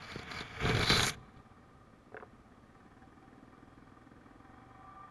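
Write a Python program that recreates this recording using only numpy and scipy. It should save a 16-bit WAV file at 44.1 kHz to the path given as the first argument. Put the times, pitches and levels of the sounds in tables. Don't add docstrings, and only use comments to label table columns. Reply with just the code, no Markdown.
import sys
import numpy as np
from scipy import signal
from scipy.fft import rfft, irfft
from scipy.io import wavfile
from scipy.ndimage import uniform_filter1d

SR = 44100
rng = np.random.default_rng(int(sys.argv[2]) if len(sys.argv) > 2 else 0)


def volts_from_db(level):
    exponent = np.asarray(level, float) / 20
    return 10 ** exponent


def master(y):
    cut = np.clip(np.atleast_2d(y).T, -1, 1)
    pcm = np.round(cut * 32767)
    wavfile.write(sys.argv[1], SR, pcm.astype(np.int16))


N = 224954
T = np.arange(N) / SR

# start_s [s], twig_push_db [dB], needle_slide_db [dB]
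BRUSHES = [
    [(0.0, -57, -66), (0.02, -58, -56.5), (0.094, -59, -56.5), (0.116, -53, -50), (0.176, -52, -56),
     (0.192, -49, -52), (0.26, -57, -65)],
    [(0.26, -49, -68), (0.306, -53, -52.5), (0.316, -50, -44.5), (0.348, -51.5, -52), (0.414, -46.5, -45.5),
     (0.434, -49, -58), (0.486, -57.5, -62.5), (0.6, -48.5, -54)],
]
# start_s [s], twig_push_db [dB], needle_slide_db [dB]
SHOVE = [
    (0.606, -41.5, -51),
    (0.662, -32, -42),
    (0.74, -35, -44),
    (0.752, -34, -40.5),
    (0.844, -36, -34),
    (0.864, -45.5, -33),
    (0.906, -32.5, -26.5),
    (1.088, -40, -37.5),
    (1.096, -46, -34.5),
]
# start_s [s], push_db [dB], slide_db [dB]
TOUCHES = [
    (1.22, -56.5, -80),
    (1.30, -63, -90.5),
    (1.372, -51, -88),
]
# start_s [s], peak_db [dB], thud_db [dB], needle_flick_db [dB]
BLOWS = [(0.118, -36, -58, -55.5), (0.157, -43, -37.5, -64), (0.193, -37, -47, -61.5),
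         (0.232, -46, -53, -54), (0.315, -32.5, -48, -61), (0.344, -38, -54, -51), (0.388, -32, -68, -56),
         (0.407, -29, -42.5, -54), (0.652, -24, -31.5, -58), (0.693, -21.5, -32.5, -47),
         (0.749, -22, -38, -47), (0.769, -22.5, -36, -44), (0.794, -27, -34.5, -39),
         (0.83, -20, -36, -38.5), (0.875, -25, -44, -51), (0.9, -15.5, -32.5, -37),
         (0.904, -18, -32.5, -39.5), (0.929, -23, -37.5, -47.5), (0.995, -14, -38, -45),
         (1.004, -16.5, -49, -40.5), (1.032, -14.5, -50, -27.5), (1.067, -21.5, -38.5, -27),
         (1.095, -22, -50, -48)]
# start_s [s], peak_db [dB], low_part_db [dB], pitch_hz [Hz], snap_db [dB]
KNOCKS = [(2.118, -45, -48, 1010, -79), (2.143, -38, -37, 1540, -75), (2.166, -30, -43, 1550, -57),
          (2.173, -34.5, -48, 1540, -71), (2.179, -65, -44.5, 1490, -77), (2.199, -39.5, -53, 1550, -64),
          (2.207, -40.5, -50, 1000, -80), (2.223, -35, -43, 1230, -87), (2.226, -54, -42, 934, -88),
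          (2.231, -36.5, -58, 1020, -88), (2.565, -55, -74, 1200, -93)]
# pitch_hz [Hz], width_hz [Hz], level_db [dB]
SHELL_MODES = [(120, 130, -5), (450, 34, -2.5), (725, 54, -13.5), (1235, 52, -4.5), (1576, 76, -18),
               (2285, 120, -5), (3514, 360, -5.5), (4030, 106, 2.5), (5240, 410, -25), (6140, 170, -10),
               (6680, 370, -13.5), (7540, 33, -30), (7000, 69, -10)]
# pitch_hz [Hz], level_db [dB]
SHELL_SKIN = [(30, -33.5), (300, -25), (600, -18.5), (1500, -12), (2800, -25), (4500, -6), (5200, -17),
              (7500, -30), (9500, -22.5), (12000, -24.5)]
CONTACT_GAP = [7750, 8350]
# start_s [s], firings_per_s [1/s]
REVS = [(0, 17.9), (1.2, 17.89), (1.6, 17.1), (1.85, 16.24), (2.05, 14.66), (2.25, 15.04), (2.45, 16.43),
        (2.8, 17.97), (3.1, 19.48), (3.5, 20.07), (3.9, 20.56), (4.2, 20.56), (4.5, 22.55), (4.78, 24.36),
        (5.1, 25.2)]
# start_s [s], level_db [dB]
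LOAD = [
    (0, -62),
    (1.3, -62.5),
    (1.7, -70.5),
    (2.4, -66.5),
    (2.9, -63),
    (3.5, -60.5),
    (4.4, -62),
    (4.7, -68),
    (5.1, -75),
]
# pitch_hz [Hz], width_hz [Hz], level_db [dB]
EXHAUST = [(250.6, 81, -0.5), (306, 70, -11), (459.4, 46, -12)]
# pitch_hz [Hz], width_hz [Hz], level_db [dB]
MUFFLER = [(119.2, 40, 0), (66, 70, -3)]
# pitch_hz [Hz], width_hz [Hz], level_db [dB]
FRAME = [(758, 45, 2.5), (1200, 108, 1.5), (1550, 97, -4), (1833, 56, -2.5), (2330, 92, -10.5),
         (3297, 56, -14.5)]
# firings_per_s [1/s], level_db [dB], loss_db [dB per 1/s away]
DRONE_AT = [(19.2, -66.5, 7), (22.4, -66, 7), (24.7, -62.5, 3)]
# pitch_hz [Hz], level_db [dB per Hz]
RUMBLE = [(12, -45), (20, -7), (108, -4), (180, -6.5), (248, -5), (390, -9.5), (762, -14.5), (848, -20),
          (1200, -15.5), (1410, -24.5), (1840, -23), (2540, -29), (12000, -44.5), (15600, -78),
          (22000, -120)]

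LETS_GO_S, TRAILS_S, STEP_S = 1.102, 1.148, 0.009


def level(x, db):
    return x * volts_from_db(db) / np.sqrt(np.mean(x ** 2))


def curves(rows):
    s, *columns = np.transpose(rows)
    return [np.interp(T, s, c) for c in columns]


def noise():
    return rng.standard_normal(N)


def band(x, lo_hz, hi_hz, kind="bandpass", order=3):
    return signal.sosfilt(signal.butter(order, [lo_hz, hi_hz], kind, fs=SR, output="sos"), x)


def modes(x, table, count=1):
    out = 0
    for k, (hz, width_hz, db) in enumerate(table):
        y = x
        for _ in range(count):
            y = signal.lfilter(*signal.iirpeak(hz, hz / width_hz, SR), y)
        out = out + (-1) ** k * volts_from_db(db) * y
    return out


def colour(x, points):
    hz, db = np.transpose(points)
    grid_hz = np.arange(2049) * SR / 4096
    gain_db = np.interp(np.log(grid_hz + 1), np.log(hz), db)
    cep = irfft(np.log(volts_from_db(gain_db)))
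    cep[1:2048] *= 2
    cep[2049:] = 0
    return signal.fftconvolve(x, irfft(np.exp(rfft(cep))))[:N]


def walk(rate):
    k = int(SR / rate)
    held = np.repeat(rng.standard_normal(N // k + 1), k)
    return 1.7 * uniform_filter1d(uniform_filter1d(held, k), k)[:N]


def grains(rate, spread_db):
    slips = (rng.random(N) < rate / SR) * np.clip(noise(), -2, 2)
    return slips * volts_from_db(spread_db * np.minimum(rng.exponential(size=N), 3))


def decay(x, decay_s):
    return signal.lfilter([1], [1, -np.exp(-1 / (decay_s * SR))], x)


def burst(s, db, decay_s):
    x = np.zeros(N)
    np.add.at(x, (np.asarray(s) * SR).astype(int), volts_from_db(db))
    return decay(x, decay_s)


def case(force):
    return modes(force, SHELL_MODES) + colour(force, SHELL_SKIN)


TOUCH_DB_PER_S = 455


def contact_db():
    trail_push_db, trail_slide_db, trail_fades_db = -47.5, -58.5, -14
    gone_push_db, gone_slide_db, sway_db_per_s = -53.5, -80, -61
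    release = [(LETS_GO_S + STEP_S, trail_push_db, trail_slide_db),
               (TRAILS_S, trail_push_db, trail_slide_db + trail_fades_db),
               (TRAILS_S + STEP_S, gone_push_db, gone_slide_db)]
    both_db = np.array(curves(sum(BRUSHES, []) + SHOVE + release))
    both_db = both_db + sway_db_per_s * np.maximum(T - TRAILS_S, 0)
    for s, *db in TOUCHES:
        both_db = np.maximum(both_db, np.c_[db] - TOUCH_DB_PER_S * abs(T - s))
    return both_db


def branch():
    drag_db, hiss_db = contact_db()
    off = np.clip((T - TRAILS_S) / STEP_S, 0, 1)
    scrape_db = -10.5 + 0.25 * drag_db + 0.42 * hiss_db - 10 * off
    whip = np.clip(1 + (T - LETS_GO_S) / 0.18, 0, 1) * (1 - off)
    swish_db = -18 + 0.88 * hiss_db + 14 * whip
    squeak_db = hiss_db - 7 - 6 * T - TOUCH_DB_PER_S * np.maximum(T - 0.58, 0)
    fade = np.clip((1.6 - T) / 0.05, 0, 1)
    patchy = walk(68.95)
    coarse, fine = case(grains(1500, 1.1)), case(grains(9000, 1.17))

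    shove = level(band(noise(), 15, 100, order=2), -8)
    creak = level(modes(coarse, [(440, 140, 0)]), -3.5) * volts_from_db(0.41 * (drag_db + 35))
    low_drag = level(modes(coarse, [(122, 90, -1), (288, 110, -6.5)]), -1.5)
    drag = (low_drag + shove + creak) * volts_from_db(drag_db + 1.0 * walk(25))

    scrape = level(band(fine, 560, 2800), 0) * volts_from_db(scrape_db + 1.2 * patchy)
    hiss = level(band(fine, 2800, 5300, order=2), 0) * volts_from_db(hiss_db + 0.8 * patchy + 0.7 * walk(150))
    swish = level(band(fine, 5800, 12000), 0) * volts_from_db(swish_db + 0.73 * patchy)
    squeak = level(modes(fine, [(4080, 490, 2), (4950, 700, 9.9), (6100, 530, 1.3)]), 0)
    squeak = squeak * volts_from_db(squeak_db + 1.8 * walk(52.6))
    return fade * (drag + scrape + hiss + swish + squeak)


def exhaust(pulses, puff, revs):
    hot = np.clip((revs - 15) / 8, 0, 1)
    cool_pipe = modes((1 - hot) * pulses, np.multiply(EXHAUST, [0.9, 1, 1]), count=3)
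    hot_pipe = modes(hot * pulses, np.multiply(EXHAUST, [1.03, 1, 1]), count=3)
    breath = modes(puff * noise(), EXHAUST)
    load_db, = curves(LOAD)
    return volts_from_db(load_db) * (level(cool_pipe + hot_pipe, 0) + level(breath, -15))


def valve_tap(pulses, revs):
    gust = decay(np.roll(pulses, int(0.0034 * SR)), 0.01) * noise()
    tap_db = -72 - 4.5 * abs(revs - 18.9)
    return level(modes(gust, [(1634, 270, 0.0052), (1830, 118, 0)]), 0) * volts_from_db(tap_db)


def gear_whine(cycles):
    from_s, full_s, ends_s = 4.7, 4.85, 5.075
    late = T - full_s
    db = -55.5 + np.where(late < 0, 123, 14) * late
    db = db - 805 * np.maximum(T - ends_s, 0)
    hz = 1142 + 150 * np.maximum(T - from_s, 0)
    swell = np.clip((T - from_s) / 0.1, 0, 1) * (1 + 0.25 * np.cos(2 * np.pi * (cycles - 0.5)))
    swell = swell * volts_from_db(1.0 * walk(45))
    phase = 2 * np.pi * np.cumsum(hz * (1 + 0.0046 * walk(68))) / SR
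    return np.sqrt(2) * swell * volts_from_db(db) * np.sin(phase)


def engine():
    revs, = curves(REVS)
    cycles = np.cumsum(revs) / SR
    cycles += 100 - cycles[int(3.324 * SR)]
    count = cycles.astype(int)
    size = volts_from_db(1.2 * rng.standard_normal(200))[count]
    pulses = (np.diff(count, prepend=count[0]) > 0) * size
    puff = (1 + np.cos(2 * np.pi * (cycles - 0.15))) / 2
    clatter = 0.75 + 0.8 * puff + 0.6 * (1 + np.cos(4 * np.pi * (cycles - 0.1))) / 2

    boom = level(modes(pulses, MUFFLER, count=3), -66.5)
    buzz = level(modes(clatter * volts_from_db(0.68 * walk(40)) * grains(9000, 0.97), FRAME), 0)
    buzz = buzz * volts_from_db(-67.5 + 0.95 * (revs - 18))

    shaken = (T > TRAILS_S) * volts_from_db(-67.5 - 16.5 * (T - TRAILS_S))
    ringing = shaken + volts_from_db(-75.5 + 1 * np.maximum(revs - 21, 0))
    ring = level(modes(clatter * noise(), [(1202, 135, 0)], count=2), 0) * ringing

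    drone_db = np.max([db - slope * abs(revs - at) for at, db, slope in DRONE_AT], axis=0)
    drone = level(modes((0.4 + puff) * noise(), [(770, 42, 0), (1015, 60, -5)], count=2), 0)
    drone = drone * (volts_from_db(drone_db) + 0.6 * shaken)

    thump = exhaust(pulses, puff, revs)
    return thump + boom + buzz + drone + ring + valve_tap(pulses, revs) + gear_whine(cycles)


def rumble():
    steady = colour(noise(), RUMBLE)
    bumps = band(steady, 20, 200, order=2) * (volts_from_db(1.0 * walk(10)) - 1)
    return level(steady + bumps, -61)


def blows():
    s, crack_db, thud_db, flick_db = np.transpose(BLOWS)
    shell = case(noise())
    tick = volts_from_db(1.5) * band(case(burst(s + 0.0014, crack_db, 0.00005)), 750, 5100)
    crack = level(band(shell, 520, 3600), -8.5) * uniform_filter1d(burst(s, crack_db, 0.005), 90)
    flick_shape = uniform_filter1d(burst(s - 0.001, flick_db, 0.0012), 120)
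    flick = level(band(shell, 5660, 14000), 4.4) * flick_shape
    push = uniform_filter1d(uniform_filter1d(burst(s + 0.0015, thud_db, 0.0004), 40), 40)
    thud = volts_from_db(29.5) * modes(push, [(115.6, 84, -9), (187, 70, -4), (440, 124, -2.5)])
    return tick + crack + flick - thud


def knocks():
    out = np.zeros(N)
    t = np.arange(2600) / SR

    def tone(hz, turn=0):
        return np.sin(2 * np.pi * (hz * t + turn))

    onset = np.sin(np.pi / 2 * np.minimum(t / 0.0016, 1)) ** 2
    for s, db, low_db, hz, snap_db in KNOCKS:
        turn = rng.random(5)
        hollow = tone(435) + 0.5 * tone(720, turn[0]) + 0.5 * tone(530, turn[1])
        low = volts_from_db(low_db - 1.0) * np.exp(-t / 0.0094) * hollow
        high = volts_from_db(db + 5.5) * np.exp(-t / 0.0013) * tone(hz)
        bright = tone(2150, turn[2]) + 0.8 * tone(2650, turn[3]) + 0.3 * tone(3450, turn[4])
        snap = volts_from_db(snap_db + 11) * np.exp(-t / 0.0035) * bright
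        start = int((s + 0.00101) * SR)
        out[start:start + len(t)] -= (low + high + snap) * onset
    s, db = np.transpose(KNOCKS)[:2]
    grit = level(band(noise(), 600, 1700), -22) * burst(s + 0.0015, db, 0.009)
    return band(out + grit, 60, 3800, order=5)


def scene():
    contact = band(branch() + blows(), *CONTACT_GAP, "bandstop", order=4)
    return (contact + engine() + rumble() + knocks())[None]


def low_pass(x):
    return signal.sosfilt(signal.butter(12, 12180, fs=SR, output="sos"), x)


def record(dry):
    top_hz = 12050
    mix = signal.sosfilt(signal.ellip(10, 0.2, 70, top_hz, fs=SR, output="sos"), dry)
    return low_pass(mix)


dry = scene()
out = record(dry)
master(out)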